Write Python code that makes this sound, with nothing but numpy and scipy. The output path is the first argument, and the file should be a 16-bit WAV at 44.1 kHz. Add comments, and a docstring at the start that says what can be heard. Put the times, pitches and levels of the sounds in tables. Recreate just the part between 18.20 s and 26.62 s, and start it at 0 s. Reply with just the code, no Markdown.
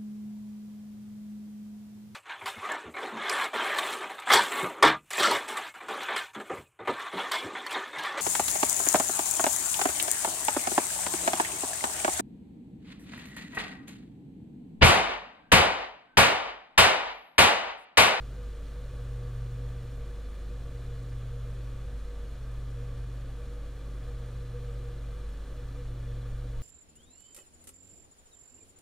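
"""A low, throbbing hum and an airy whir: an open desktop computer idling close to a stereo microphone.
Two hard drives turn at almost the same speed, so their hums slowly swell and cancel under a thin
motor whine. A fan stirs air through the resonant metal case; the fan sings one faint note and the
case whirs. Mains hum and the deep rumble of a draught lie beneath."""
import sys
import numpy as np
from scipy import signal
from scipy.fft import rfft, irfft
from scipy.io import wavfile
from scipy.ndimage import uniform_filter1d

SR = 44100
rng = np.random.default_rng(int(sys.argv[2]) if len(sys.argv) > 2 else 0)


def unload_audio(sound):
    """Save the sound as a 16-bit wav file, at the path given as the first command line argument."""
    columns = np.transpose(np.atleast_2d(sound))
    # keep every value between -1 and 1, then stretch to whole-number steps
    steps = np.round(np.clip(columns, -1, 1) * 32767)
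    wavfile.write(sys.argv[1], SR, steps.astype(np.int16))


N = 371322

# stereo image at the two microphone ports: frequency_hz, left_lead_rad, likeness (0-1), left_over_right_db
PORT_IMAGE = [(60, 0.016, .9995, -0.1), (130, 0.024, .9995, -0.05), (300, 0.06, .9995, .1),
              (500, 0.077, 1, .2), (1400, 0.023, 1, -0.5), (2400, 0.064, 1, 0.1), (4300, 0.46, 0.87, 0.6),
              (7000, 0.93, .8, .6), (10000, 1.5, 0.77, 0.5), (14000, 2.15, 0.6, .4), (15600, 2.6, 0.1, 1)]


def undb(db):
    """Decibels to gain."""
    return 10 ** (np.asarray(db) / 20)


def curve(rows, column=1):
    """One column of a timed table as an automation line, one value per sample."""
    table = np.transpose(rows)
    return np.interp(np.arange(N) / SR, table[0], table[column])


def bin_hz():
    """The frequency of every bin of a whole-length spectrum, at least 1 Hz."""
    return np.maximum(np.arange(N // 2 + 1) * SR / N, 1)


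def across(rows, hz, column=1):
    """One column of a frequency table, read on a log axis."""
    table = np.transpose(rows)
    return np.interp(np.log(hz), np.log(table[0]), table[column])


def white():
    """Spectrum of white noise at 0 dB per Hz."""
    return rfft(rng.standard_normal(N)) * np.sqrt(SR / 2)


def walk(rate_hz):
    """Smooth random drift with spread 1, mostly slower than rate_hz."""
    drift = irfft(white() * np.exp(-(bin_hz() / rate_hz) ** 2), N)
    return (drift - drift.mean()) / drift.std()


def tone(turns, db):
    """A sine of a given rms level."""
    return np.sqrt(2) * undb(db) * np.sin(2 * np.pi * turns)


def draught(centre_hz=15, sharpness=0.98, hold_s=0.4):
    """Slow eddies of moving air reach the microphone as a deep rumble."""
    # swell of the rumble: time_s, level_db
    swell = [(0, -48), (1.5, -46.5), (4, -45), (6.2, -47.5), (7.6, -43.5), (8, -42.5), (8.42, -36.5)]
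    hz = bin_hz()
    band = 1 / (1 + 1j * (hz / centre_hz - centre_hz / hz) * sharpness) ** 2
    rumble = irfft(white() * band, N)
    # even out the noise, then ride its level
    window = int(hold_s * SR)
    power = uniform_filter1d(uniform_filter1d(rumble ** 2, window), window)
    return rumble / np.sqrt(power) * undb(curve(swell))


def hum(waver_db=0.88):
    """Mains hum and one fan tone hold their pitch and waver a little in level."""
    # mains fundamental, three overtones, then the fan tone: pitch_hz, level_db
    partials = [(49.95, -38.4), (99.9, -64), (149.85, -69.5), (249.75, -68.5), (355.9, -71.5)]
    t = np.arange(N) / SR
    return sum(tone(hz * t + rng.random(), db + waver_db * walk(3.8)) for hz, db in partials)


def air(flutter_db=0.23, shaft_hz=21.6, shaft_depth=0.022, ripple_db=0.5, ripple_hz=70, low_cut_hz=37):
    """Turbulent air at each port, coloured by the case and faintly pulsed by each turn of the fan."""
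    # the rush before the case colours it: frequency_hz, density_db (per Hz)
    rush_spectrum = [(5, -70), (13, -60), (35, -70.5), (60, -65.5), (135, -78.5), (320, -92), (600, -87.5),
                     (850, -95.5), (1500, -94.0), (2700, -102.3), (4200, -101.8), (4900, -106.3),
                     (9000, -108.4), (13000, -112.5), (15500, -114.4)]
    # cavity and panel resonances and the dips between them: centre_hz, width_hz, lift_db
    case_modes = [(67.4, 8.7, 4), (169.3, 16, 8), (227.5, 10, 6.5), (274.2, 34, 10.5), (363, 64, 9),
                  (557, 91, 5.5), (731, 16, 3.5), (813, 48, 1.5), (914, 18, 6.5), (970, 16, -1.5),
                  (1121, 34, 7), (1167, 9.7, 7), (1224, 128, 6.5), (1465, 4.7, 6), (1738, 100, 7.5),
                  (1793, 54, -4.5), (2040, 93, 2), (2388, 72, 6.5), (2523, 41, 7), (2720, 140, 0),
                  (3205, 39, 6.5), (3450, 250, 6.5), (4065, 71, 7), (4300, 55, 5), (4380, 60, -5),
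                  (4535, 85, 5.5), (4720, 110, -3), (4871, 50, 4.5), (5080, 70, -2.5), (5250, 100, 5),
                  (6550, 60, 2), (6810, 220, 6.5), (7720, 130, 4.5), (8440, 220, 2.5), (8800, 250, 0),
                  (9280, 92, 10.5), (12100, 160, 4), (12620, 80, 4)]
    hz = bin_hz()
    lift_db = sum(db / (1 + (2 * (hz - centre) / width) ** 2) for centre, width, db in case_modes)
    # higher up the case modes crowd together into an irregular ripple
    crowd = np.interp(hz / ripple_hz, np.arange(1024), rng.standard_normal(1024))
    lift_db += ripple_db * crowd * hz / (hz + 4000)
    colour = undb(across(rush_spectrum, hz) + lift_db) / np.sqrt(1 + (low_cut_hz / hz) ** 8)
    # the treble arrives from all sides, so the ports agree less there
    likeness = across(PORT_IMAGE, hz, column=2)
    shared = white() * np.sqrt(likeness)
    apart = np.array([white(), white()]) * np.sqrt(1 - likeness)
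    pulse = 1 + shaft_depth * np.sin(2 * np.pi * shaft_hz * np.arange(N) / SR)
    return irfft(colour * (shared + apart), N) * pulse * undb(flutter_db * walk(13))


def blades(trim_db=-2, wobble=0.0159, flutter_db=2.0):
    """The blades cut uneven air, so their faint note wavers in pitch and level."""
    # the note rises as the fan speeds up a little: time_s, pitch_hz, level_db (before trim)
    glide = [(0, 273, -71), (1.7, 271, -66), (2.2, 279.5, -63), (4.3, 284.7, -64.5), (8.42, 283.8, -61.5)]
    pitch_hz = curve(glide) * (1 + wobble * walk(6.94))
    level_db = curve(glide, column=2) + trim_db + flutter_db * walk(5)
    return tone(np.cumsum(pitch_hz) / SR, level_db)


def whir(pitch_hz=480.8, wobble_hz=4.5, trim_db=-1.0, flutter_db=3.5, surge_s=0.029,
         rush_db=-62.0, centre_hz=475, width_hz=40):
    """Turbulent air rings a case resonance: a whirring note that wavers, flickers and surges."""
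    # slow ride of the note: time_s, level_db (before trim)
    ride = [(0, -61.5), (1.1, -57.5), (2.9, -57.5), (5.5, -60), (6.0, -55.5), (6.8, -57.5), (7.2, -61),
            (8.42, -58.5)]
    # brief surges added to the note: peak_s, level_db
    surges = [(.25, -54), (.59, -56), (1.08, -60), (1.44, -56.5), (2.58, -56), (2.72, -59), (3.9, -57),
              (4.62, -57), (5.32, -55), (5.9, -51.5), (6.36, -51), (6.66, -53), (7.6, -52)]
    t = np.arange(N) / SR
    turns = np.cumsum(pitch_hz + wobble_hz * walk(15.8)) / SR
    note = tone(turns, curve(ride) + trim_db + flutter_db * walk(19))
    swells = sum(tone(turns, db) * np.exp(-((t - peak_s) / surge_s) ** 2) for peak_s, db in surges)
    rush = irfft(white() / (1 + 1j * (bin_hz() - centre_hz) / width_hz) ** 2, N)
    return note + swells + undb(rush_db) * rush / rush.std()


def spindle(turns, harmonics, cage_db, shimmer_db=1.0, whine_trim_db=0.15):
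    """Imbalance hums once a turn through the cage; motor and bearings whine on high multiples."""
    (_, hum_db), *whine = harmonics
    sound = tone(turns, hum_db + cage_db)
    for multiple, db in whine:
        sound += tone(multiple * turns + rng.random(), db + whine_trim_db + shimmer_db * walk(5.6))
    return sound


def drives(spin_hz=120.0):
    """Two hard drive spindles slip slowly past each other and beat."""
    # hum and whine of each spindle: multiple (of the spin rate), level_db (before cage gain or trim)
    first_harmonics = [(1, -47.0), (8, -89), (13, -93), (24, -81.7), (25, -81), (32, -97), (34, -90),
                       (48, -89.5), (50, -92), (56, -97), (60, -92), (72, -92), (80, -93), (84, -90),
                       (85, -96), (96, -100), (120, -91)]
    second_harmonics = [(1, -46), (11, -82.5), (12, -79), (13, -74.5), (23, -86.5), (24, -81), (26, -95.5),
                        (29, -90), (30, -95), (31, -93), (36, -92.7), (48, -81), (60, -96), (72, -93.1),
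                        (84, -97)]
    # moments when the hums oppose, the second spindle gaining one turn from each to the next: time_s
    opposed_s = [-1.3, .4, 2.1, 3.92, 5.5, 7.17, 8.87]
    # how hard each spindle shakes the drive cage: time_s, first_gain_db, second_gain_db
    cage = [(0, -4.5, -1), (1.1, 2.5, 2.5), (2.5, 0, -0.9), (3.1, 1.5, .5), (4.6, 1, -1), (5.45, -6, 0.5),
            (7.9, 1, 1), (8.42, 1, -1)]
    t = np.arange(N) / SR
    turns = spin_hz * t
    slip = np.interp(t, opposed_s, np.arange(len(opposed_s)) + .5)
    first = spindle(turns, first_harmonics, curve(cage))
    second = spindle(turns + slip, second_harmonics, curve(cage, column=2))
    return first + second


def ports(sound):
    """Sound reaches the left port slightly early; the balance leans a little with frequency."""
    hz = np.maximum(np.linspace(0, SR / 2, N + 1), 1)
    side = np.array([[.5], [-.5]])
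    lead_rad, balance_db = across(PORT_IMAGE, hz), across(PORT_IMAGE, hz, column=3)
    mirrored = np.hstack([sound, sound[:, ::-1]])  # keeps the ends smooth
    return irfft(rfft(mirrored) * np.exp(1j * side * lead_rad) * undb(side * balance_db))[:, :N]


def scene():
    """Fan, case, draught, drives and hum meet at the stereo microphone."""
    return ports(air() + whir() + blades() + draught() + drives() + hum())


def record(dry):
    """A quick fade-in and a steep cut of the top treble."""
    fade_s, top_hz = .004, 15720
    fade_in = np.minimum(np.arange(N) / (fade_s * SR), 1)
    high_cut = signal.ellip(12, .1, 80, top_hz, fs=SR, output="sos")
    return signal.sosfilt(high_cut, dry * fade_in)


dry = scene()
out = record(dry)
unload_audio(out)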